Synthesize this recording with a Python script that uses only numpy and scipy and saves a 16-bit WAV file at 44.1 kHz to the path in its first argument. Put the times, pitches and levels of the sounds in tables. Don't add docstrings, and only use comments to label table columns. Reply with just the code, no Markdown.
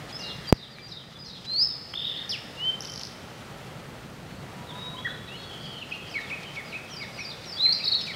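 import sys
import numpy as np
from scipy import signal
from scipy.fft import rfft, irfft
from scipy.io import wavfile
from scipy.ndimage import uniform_filter1d

SR = 44100
rng = np.random.default_rng(int(sys.argv[2]) if len(sys.argv) > 2 else 0)


def unload_audio(sound):
    columns = np.transpose(np.atleast_2d(sound))
    steps = np.round(np.clip(columns, -1, 1) * 32767)
    wavfile.write(sys.argv[1], SR, steps.astype(np.int16))


def volts(x):
    e = np.asarray(x, float) / 20
    return 10 ** e


N = 359415
T = np.arange(N) / SR

# (frequency [Hz], density [dB per Hz])
STREAM = [(12, -70), (20, -25), (93, -5.5), (146, -0.5), (293, -10), (499, -9.5), (897, -13), (976, -16),
          (1330, -13), (1530, -17), (2990, -20.5), (3950, -23), (4940, -26.5), (16000, -42)]
# (centre [s], half length [s], rise [dB])
RUMBLE = [(0, 0.86, 2.1), (1.2, 0.63, 5.2), (4.2, 0.71, 3.9), (5.2, 0.58, 1.74)]
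# (centre [s], half length [s], rise [dB])
WATER_SWELLS = [(2.7, 0.9, 3.13)]
# (time [s], level [dB])
CHORUS = [(0, -54.5), (.5, -59), (1.0, -55.5), (1.5, -51.5), (2.3, -60), (3.0, -50.5), (4.0, -88),
          (5.5, -59), (7.0, -58.5), (8.15, -50.5)]
# (centre [s], half length [s], rise [dB])
FROG_BOUTS = [(.6, 0.53, 12.3), (2.3, .4, 13.8), (8.15, 0.94, 5.5)]
# (centre [Hz], width [Hz], level [dB])
INSECTS = [(8450, 160, -75.5), (13600, 200, -79)]

# (start [s], length [s], from [Hz], to [Hz], peak level
# [dB])
HELD = [(.125, 0.0575, 4930, 5350, -38.5), (.1, 0.071, 3320, 3460, -51.5), (.19, 0.12, 2800, 2825, -40.5),
        (0.47, 0.06, 4730, 4790, -37.5), (0.758, 0.056, 2340, 2340, -45), (0.816, 0.06, 4820, 4730, -39),
        (1.14, 0.042, 3450, 3485, -43.5), (1.187, 0.06, 5010, 4850, -36), (1.475, 0.067, 4750, 4820, -45),
        (4.43, 0.3, 971, 962, -55.5), (4.69, 0.105, 955, 1010, -49), (4.825, 0.065, 1004, 990, -51),
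        (4.922, 0.064, 1017, 1010, -42.5), (4.74, 0.23, 3753, 3840, -43.5), (7.962, 0.052, 3780, 3400, -41),
        (8.012, 0.038, 3790, 3820, -42), (2.722, 0.027, 3095, 3092, -32.5), (5.41, .06, 3300, 3450, -47),
        (5.345, 0.12, 3780, 3800, -53), (6.1, .11, 3270, 3230, -54)]
# (start [s], length [s], from [Hz], to [Hz], level [dB])
SLURS = [(.445, 0.041, 3420, 3120, -48), (6.108, .055, 6100, 4350, -55)]
# (start [s], length [s], from [Hz], to [Hz], level [dB])
TIPS = [(4.67, 0.061, 3890, 3140, -48), (5.272, .024, 4060, 3520, -47), (5.285, 0.088, 2570, 3130, -44),
        (5.808, 0.027, 3110, 2490, -38.5), (7.47, .02, 4060, 3730, -53), (7.648, 0.028, 2710, 1760, -38)]
# (start [s], length [s], from [Hz], to [Hz], level [dB])
CHIPS = [(5.896, .01, 5250, 4920, -48), (5.902, .008, 4450, 4800, -47), (5.916, 0.01, 4400, 5700, -49),
         (5.928, .008, 4050, 4500, -46), (5.94, .008, 4100, 4500, -47), (6.067, .015, 4200, 5600, -51),
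         (6.078, .015, 4200, 5750, -51), (6.089, .012, 4200, 5300, -52), (7.436, .014, 3700, 4100, -48),
         (7.335, 0.018, 3440, 3520, -49), (6.575, .045, 3440, 3505, -51)]
# (time [s], pitch [Hz], level [dB])
SCOOP = [(4.965, 3025, -42), (4.99, 3330, -43.5), (5.03, 3340, -36), (5.07, 3330, -38.5)]
DIP = [(5.911, 3070, -39), (5.922, 2490, -32), (5.94, 2785, -38), (5.961, 2825, -42)]
LONG_SLUR = [(6.095, 6210, -55), (6.125, 4900, -52), (6.155, 4200, -47.5), (6.2, 3880, -51),
             (6.27, 3430, -52), (6.29, 3100, -53)]
LAST_STEPS = [(7.984, 5580, -56), (8.0, 5450, -50), (8.022, 5080, -44), (8.041, 5170, -45),
              (8.056, 4800, -47), (8.072, 4520, -48), (8.088, 4680, -46), (8.1, 4550, -45),
              (8.125, 3400, -47)]
PEEP = [(8.135, 2750, -48.8), (8.143, 3440, -38), (8.15, 2780, -43)]
# (time from start [s], pitch [Hz], level [dB])
SLIDE = [(0, 6600, -8), (.02, 5300, 4.5), (.04, 4300, 5.5), (.055, 3830, 4), (.07, 3900, 2),
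         (.085, 4350, 5.5), (.1, 3750, 3), (.128, 3170, 1)]
FALL = [(0, 4950, -4), (.018, 5200, 5), (.03, 5150, 4), (.042, 4780, 5.5), (.112, 3600, 2.5)]
DROP = [(0, 2805, -8), (.015, 2278, 4.5), (.035, 2200, 2), (.058, 1714, -4.5)]
HOOK = [(0, 3110, -13), (.016, 2161, -3), (.034, 2562, -1), (.05, 2520, -6.5), (.062, 2380, -20)]
STEPS = [(0, 5700, -14), (.016, 5870, -4.5), (.046, 5290, 3), (.062, 5480, -4), (.076, 4750, 7),
         (.09, 4530, -3), (.105, 4880, 3), (.118, 4730, -0.5), (.146, 3390, 2)]
ARCH = [(0, 1847, -3), (.013, 1960, 4.5), (.023, 1755, 1), (.033, 1300, -5.5)]
WARBLE = [(0, 3378, 3), (.018, 3280, 5.5), (.028, 3120, 5.5), (.04, 2780, -3.5)]
# (start [s], pitch factor [1], level [dB])
SLIDES = [(0.185, 1.0, -46.5), (0.535, 0.95, -47), (0.878, 0.94, -45), (1.247, 0.98, -46)]
FALLS = [(0.698, 0.93, -54), (6.646, 0.97, -58), (7.132, 0.96, -57)]
DROPS = [(6.139, 0.99, -34), (6.557, 0.99, -41), (6.997, 0.99, -43), (8.067, 1.025, -41)]
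HOOKS = [(6.296, 1.0, -33), (6.72, 1.01, -34.5), (7.176, 0.99, -37), (7.791, 1.035, -40.5)]
STEP_REPEATS = [(6.894, 1.01, -47), (7.177, 1, -45.5), (7.453, 0.98, -44.5), (7.716, 1, -48)]
ARCHES = [(5.047, 1, -34.5)]
# (start [s], pitch factor [1], first level [dB], second level [dB])
WARBLES = [(5.485, 1.01, -46, -50), (5.555, 1.01, -50, -50), (5.632, 1, -45, -49), (5.715, 0.97, -46, -47),
           (5.786, 1.1, -55, -60), (5.9, 1, -49, -58), (6.005, 1, -53, -48), (6.06, 0.97, -48, -59),
           (6.425, 0.95, -53, -48), (6.877, 0.97, -52, -51)]
# (start [s], length [s], from [Hz], to [Hz], level [dB])
FAINT = [(1.245, .045, 4510, 4000, -38), (1.66, 0.09, 3970, 3500, -43), (2.17, .014, 4650, 3900, -38),
         (2.193, .015, 4670, 3770, -42), (2.62, 0.086, 4480, 4730, -50), (4.545, .065, 4860, 4360, -63),
         (4.79, 0.051, 5300, 4800, -58), (5.09, 0.026, 1480, 1440, -39), (5.09, 0.044, 3465, 3410, -38.5),
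         (5.2, 0.7, 3390, 3196, -55), (5.352, .13, 4170, 4500, -48.5), (5.595, 0.079, 4430, 4420, -52),
         (5.71, 0.15, 4450, 3950, -53), (5.97, 0.088, 4350, 4310, -55.5), (6.265, 0.018, 5400, 6000, -61),
         (7.162, .016, 3350, 5400, -50), (7.437, 0.028, 4120, 5720, -54), (7.58, 0.066, 6770, 6660, -61)]
# (start [s], length [s], low [Hz], high [Hz], level [dB])
TWITTERS = [
    (5.065, .09, 3500, 4250, -45),
    (5.59, .12, 4200, 5200, -49),
    (4.28, .15, 4300, 4420, -55),
    (2.1, .4, 1750, 2000, -56),
    (7.04, .06, 3300, 3700, -51),
]

# (time [s], step [dB], low cut [Hz])
POPS = [
    (.4902, -19, 900),
    (.52624, 20.4, 98),
    (1.9395, -28, 900),
]
# (time [s], peak level [dB], ringing frequency [Hz])
DRIPS = [(0.7854, -20.5, 2250), (1.411, -47, 4310), (1.4855, -35, 4080), (3.8576, -32, 1700),
         (4.314, -30.5, 2140), (4.4662, -42, 1530), (6.4346, -27, 2550), (6.5514, -45, 2200)]
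# (time [s], peak level [dB], ringing frequency [Hz])
TAPS = [
    (1.9385, -25, 1340),
    (1.9395, -19.5, 2100),
    (1.5, -30, 1700),
    (1.688, -36, 10000),
]

# (time [s], pitch [Hz], level [dB])
RISE = [(1.46, 3900, -45.5), (1.5, 4094, -28), (1.55, 4260, -25.5), (1.58, 4520, -23), (1.605, 4840, -20),
        (1.625, 5136, -20.5), (1.64, 5250, -22.5), (1.657, 5175, -23)]
PLUNGE = [(2.292, 4430, -27), (2.297, 5030, -28.5), (2.304, 5520, -28.5), (2.312, 4850, -29.5),
          (2.322, 3580, -31), (2.335, 3050, -30.5), (2.35, 2600, -35.5), (2.368, 2000, -47)]
PIPE = [(2.565, 2760, -53), (2.582, 2804, -42), (2.62, 2936, -32), (2.644, 3046, -28), (2.66, 3082, -30.5),
        (2.675, 3097, -24.5), (2.698, 3092, -20), (2.715, 3100, -30)]
FLICK_UP = [(7.565, 3320, -42), (7.585, 3420, -38.5), (7.606, 3870, -27.5), (7.63, 4087, -26.5),
            (7.661, 4080, -21), (7.69, 4222, -27.5), (7.72, 4275, -29), (7.734, 5010, -20.5)]
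# (2nd [dB], 3rd [dB], 4th [dB])
OVERTONES = [
    (-41.5, -44, -58),
    (-26.5, -34, -46.5),
    (-41, -58, -43),
    (-42, -43, -45),
    (-37, -34, -50),
    (-47, -56, -45),
]
# (end [s], level [dB], top pitch [Hz])
TRILL = [(1.945, -32, 3270), (1.965, -31, 3590), (1.985, -28.5, 3630), (2.01, -30.5, 3640),
         (2.035, -29.5, 3640), (2.058, -28, 3770), (2.084, -28, 3777), (2.109, -29.5, 3646),
         (2.132, -34, 3590), (2.153, -31, 3650), (2.181, -30.5, 3690), (2.2, -32, 3690), (2.23, -36, 3690),
         (2.258, -42, 3660)]
# (time [s], level [dB], middle pitch [Hz])
RATTLE = [(2.8055, -31.5, 5480), (2.835, -39, 4450), (2.872, -34, 5450), (2.8967, -32, 5160),
          (2.919, -35, 5600), (2.937, -31.5, 5410), (2.958, -33, 4980), (2.976, -29.5, 4820),
          (2.994, -37, 5600), (3.012, -32.5, 4610), (3.033, -29.5, 4930), (3.051, -34, 5170),
          (3.07, -36.5, 5070)]
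# (time [s], level [dB], middle pitch [Hz])
GRACE = [(2.292, -30, 5740), (2.821, -38, 5980), (2.848, -33.5, 5700), (2.853, -34, 4820),
         (2.865, -47, 5590), (2.902, -39, 5600), (3.016, -41, 6100)]
# (start [s], length [s], level [dB], fullest lift [Hz])
ZIGZAG_BREATHS = [
    (7.828, 0.073, -27.5, 520),
    (7.908, 0.055, -25.5, 250),
]
# (time [s], top pitch [Hz])
LEAPS = [
    (7.851, 5450),
    (7.885, 4600),
    (7.923, 4500),
    (7.957, 4540),
]


def rms_one(x):
    return x / np.sqrt(np.mean(x ** 2) + 1e-20)


def drift(rate_hz):
    hop = 40
    pole = np.exp(-2 * np.pi * hop * rate_hz / SR)
    noise = rng.standard_normal(N // hop + 2002)
    slow = signal.lfilter([1], [1, -2 * pole, pole * pole], noise)[2000:]
    return np.interp(np.arange(N) / hop, np.arange(len(slow)), rms_one(slow))


def swells(rest_db, rows):
    return rest_db + sum(db * np.exp(-((T - s) / half) ** 2) for s, half, db in rows)


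def band_noise(low_hz, high_hz):
    band = signal.butter(2, [low_hz, high_hz], "band", fs=SR, output="sos")
    return rms_one(signal.sosfilt(band, rng.standard_normal(N)))


def add(out, start_s, sound):
    i = round(start_s * SR)
    out[i:i + len(sound)] += sound[:N - i]


def echo(x, delay_s, level_db):
    return volts(level_db) * np.roll(x, round(delay_s * SR))


def whistle(hz, level_db, overtones_db=(), edge_s=.003):
    phase = 2 * np.pi * np.cumsum(hz) / SR
    tone = np.sin(phase)
    for harmonic, db in enumerate(overtones_db, 2):
        audible = harmonic * hz < SR / 2
        tone = tone + volts(db) * np.sin(harmonic * phase) * audible
    k = np.arange(len(hz))
    edge = np.clip(np.minimum(k, k[::-1]) / (edge_s * SR), 0, 1)
    return np.sqrt(2) * volts(level_db) * edge * tone


def notes(tables, overtones=None):
    out = np.zeros(N)
    for table, overtones_db in zip(tables, overtones or [()] * len(tables)):
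        s, hz, level_db = np.transpose(table)
        t = np.arange(s[0], s[-1], 1 / SR)
        path = uniform_filter1d(np.interp(t, s, hz), size=80, mode="nearest")
        add(out, s[0], whistle(path, np.interp(t, s, level_db), overtones_db))
    return out


def repeats(motif, times):
    return notes([np.array(motif) * [1, factor, 1] + [s, 0, db] for s, factor, db in times])


def glides(rows, bend, peak_share, edge_db):
    out = np.zeros(N)
    for s, length, from_hz, to_hz, db in rows:
        place = np.linspace(0, 1, round(length * SR))
        before = 1 - place / peak_share
        after = (place - peak_share) / (1 - peak_share)
        away = np.where(place < peak_share, before, after)
        hz = from_hz + (to_hz - from_hz) * place ** bend
        add(out, s, whistle(hz, db + edge_db * away))
    return out


def stream():
    hz = np.maximum(np.fft.rfftfreq(N, 1 / SR), 1)
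    points = np.array(STREAM)
    density_db = np.interp(np.log(hz), np.log(points[:, 0]), points[:, 1])
    colour = volts(density_db) * rfft(rng.standard_normal(N))
    low = 1 / (1 + (hz / 260) ** 4)
    rumble = irfft(colour * low, N) * volts(swells(-1, RUMBLE) + 0.94 * drift(6.3))
    hiss = irfft(colour * (1 - low), N) * volts(0.58 * drift(1.0) + .5 * drift(25))
    return volts(-41.5) * rms_one(rumble + hiss)


def chorus():
    birds = volts(np.interp(T, *np.transpose(CHORUS)) + 4.8 * drift(23)) * band_noise(2380, 4920)
    frogs = volts(swells(-62.5, FROG_BOUTS) + 1.5 * drift(8.8)) * band_noise(1714, 2074)
    out = birds + frogs
    for hz, width, db in INSECTS:
        out = out + volts(db + 1.5 * drift(2.5)) * band_noise(hz - width / 2, hz + width / 2)
    return out


def singles():
    held = glides(HELD, bend=0.99, peak_share=0.64, edge_db=-9)
    slurs = glides(SLURS, bend=.45, peak_share=0.43, edge_db=-6.5)
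    tips = glides(TIPS, bend=1.275, peak_share=0.58, edge_db=-6.5)
    chips = glides(CHIPS, bend=1, peak_share=.5, edge_db=-7.0)
    return held + slurs + tips + chips + notes([PEEP, SCOOP, DIP, LONG_SLUR, LAST_STEPS])


def neighbours():
    slides = repeats(SLIDE, SLIDES)
    slides = slides + echo(slides, .025, -1.5) + echo(slides, .058, -13)
    steps = repeats(STEPS, STEP_REPEATS)
    steps = steps + echo(steps, 0.02, -10.5)
    clear = repeats(DROP, DROPS) + repeats(HOOK, HOOKS) + steps + repeats(FALL, FALLS)
    air = drift(90)
    clear = clear * volts(2.2 * air)
    return clear + singles() * volts(3.5 * air - 1) + slides * volts(3 * drift(60) - 3)


def pops():
    out = np.zeros(N)
    for s, db, cut_hz in POPS:
        step = volts(db) * np.clip(np.arange(3000) / 0.34, 0, 1)
        stage = signal.butter(1, cut_hz, "high", fs=SR, output="sos")
        add(out, s, signal.sosfilt(np.repeat(stage, 3, axis=0), step))
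    return out


def damped_rings(rows, t60_s, gain_db):
    out, t = np.zeros(N), np.arange(400) / SR
    for s, db, hz in rows:
        add(out, s, volts(db + gain_db - 60 * t / t60_s) * np.sin(2 * np.pi * hz * t))
    return out


def drips():
    return damped_rings(DRIPS, t60_s=0.0023, gain_db=2)


def far_birds():
    pair_gap_s = 0.03
    pairs = []
    for s, factor, first_db, second_db in WARBLES:
        pairs += [(s, factor, first_db), (s + pair_gap_s, factor, second_db)]
    faint = glides(FAINT, bend=1, peak_share=.4, edge_db=-4)
    return (repeats(WARBLE, pairs) + faint + twitters()) * volts(2.5 * drift(90))


def slurs_near():
    return notes([RISE, PLUNGE, FLICK_UP], OVERTONES[:2] + OVERTONES[3:])


def taps():
    return damped_rings(TAPS, t60_s=0.0048, gain_db=0)


def trill():
    out, start, gap_s = np.zeros(N), 1.929, 0.0052
    for end, db, top_hz in TRILL:
        place = np.linspace(-1, 1, round((end - start - gap_s) * SR))
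        arch = 1 - 0.327 * np.abs(place) ** 2.17
        hz = top_hz * volts(0.029 * rng.standard_normal()) * arch
        add(out, start + gap_s, whistle(hz, db - 10 * place ** 2, (-50, -52, -38)))
        start = end
    out = out + echo(out, 470 / SR, -6.5)
    return out * volts(2.8 * drift(200))


def twitters():
    out = np.zeros(N)
    beats = np.cumsum(95 * volts(1.8 * drift(39.96))) / SR
    for s, length, low_hz, high_hz, db in TWITTERS:
        beat = beats[round(s * SR):round((s + length) * SR)] % 1
        hz = low_hz + (high_hz - low_hz) * beat
        add(out, s, whistle(hz, db, edge_s=0.005) * np.sin(np.pi * beat))
    return out


def rattle():
    out, place = np.zeros(N), np.linspace(0, 1, 165)
    first_s = RATTLE[0][0]
    # 1900 Hz, growing 5600 Hz per second
    ticks = [(s, db, hz, 1900 + 5600 * (s - first_s)) for s, db, hz in RATTLE]
    ticks += [(s, db, hz, 1200) for s, db, hz in GRACE]
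    for s, db, mid_hz, sweep_hz in ticks:
        hz = mid_hz + sweep_hz * (.5 - place)
        throat_db = -0.8 * ((hz - 5500) / 1e3) ** 2
        overtone_db = -18 - 2.5 * ((2 * hz - 10900) / 1e3) ** 2
        level_db = db - 5 * (place - .35) ** 2 + throat_db
        add(out, s, whistle(hz, level_db, (overtone_db,), edge_s=0.0014))
    return out * volts(2.2 * drift(300))


def zigzag():
    out, base_hz, leap_half_s = np.zeros(N), 3800, .0105
    for (start, length, db, best_lift_hz), overtones_db in zip(ZIGZAG_BREATHS, OVERTONES[4:]):
        t = np.arange(0, length, 1 / SR)
        lift = np.zeros(len(t))
        for s, top_hz in LEAPS:
            lift += (top_hz - base_hz) * np.clip(1 - np.abs(t + start - s) / leap_half_s, 0, 1)
        lift = uniform_filter1d(lift, size=80, mode="nearest")
        detuning_db = -8 * np.abs(lift - best_lift_hz) / 1e3
        breath_db = 2.5 * t / length - 18 * np.clip(1 - t / 0.013, 0, 1)
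        faded_db = [over_db - 9 * (k + .6) * lift / 1e3 for k, over_db in enumerate(overtones_db)]
        add(out, start, whistle(base_hz + lift, db + detuning_db + breath_db, faded_db))
    return out


def valley(x, level_db, near_t60, far_t60, far_db):
    t = np.arange(60000) / SR
    decay = volts(-60.0 * t / near_t60) + volts(far_db - 60 * t / far_t60)
    onset = np.clip(t / .012, 0, 1)
    tail = rng.standard_normal(len(t)) * decay * onset
    return x + volts(level_db) * signal.fftconvolve(x, tail / np.sqrt(np.sum(tail ** 2)))[:N]


def scene():
    pipe = notes([PIPE], [OVERTONES[2]])
    near = slurs_near() + volts(-6.5) * pipe + zigzag()
    near = near * volts(1.55 * drift(60)) + trill() + rattle() + volts(0.5) * repeats(ARCH, ARCHES)
    near = near + echo(near, .016, -15)
    near = valley(volts(3.0) * near, level_db=-5.0, near_t60=0.35, far_t60=2.3, far_db=-17.0)
    middle = valley(volts(1.5) * neighbours(), level_db=-2.5, near_t60=0.1, far_t60=1.45, far_db=-11.5)
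    far = valley(volts(-4.5) * far_birds(), level_db=-.5, near_t60=.35, far_t60=1.0, far_db=-8)
    water = volts(swells(-.5, WATER_SWELLS)) * stream()
    birds = near + volts(-2) * pipe + middle + far
    return (birds + chorus() + water + drips() + taps() + pops())[None]


def roll_off(x):
    return signal.sosfilt(signal.butter(12, 16640, fs=SR, output="sos"), x)


def record(dry):
    duck_s, limit_s, limit_length_s = 0.5085, .5095, .032
    since = T - duck_s
    duck_db = np.minimum(-7.5 + 2 * since, 0) * np.clip(since / 0.0015, 0, 1)
    limiting = 1.0 * (np.abs(T - limit_s - limit_length_s / 2) < limit_length_s / 2)
    gain_db = duck_db - 4 * uniform_filter1d(limiting, size=90)
    clipped = np.clip(dry * volts(gain_db), -.98, .98)
    top_cut = signal.ellip(8, .1, 40, 15750, fs=SR, output="sos")
    return roll_off(signal.sosfiltfilt(top_cut, clipped))


dry = scene()
out = record(dry)
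unload_audio(out)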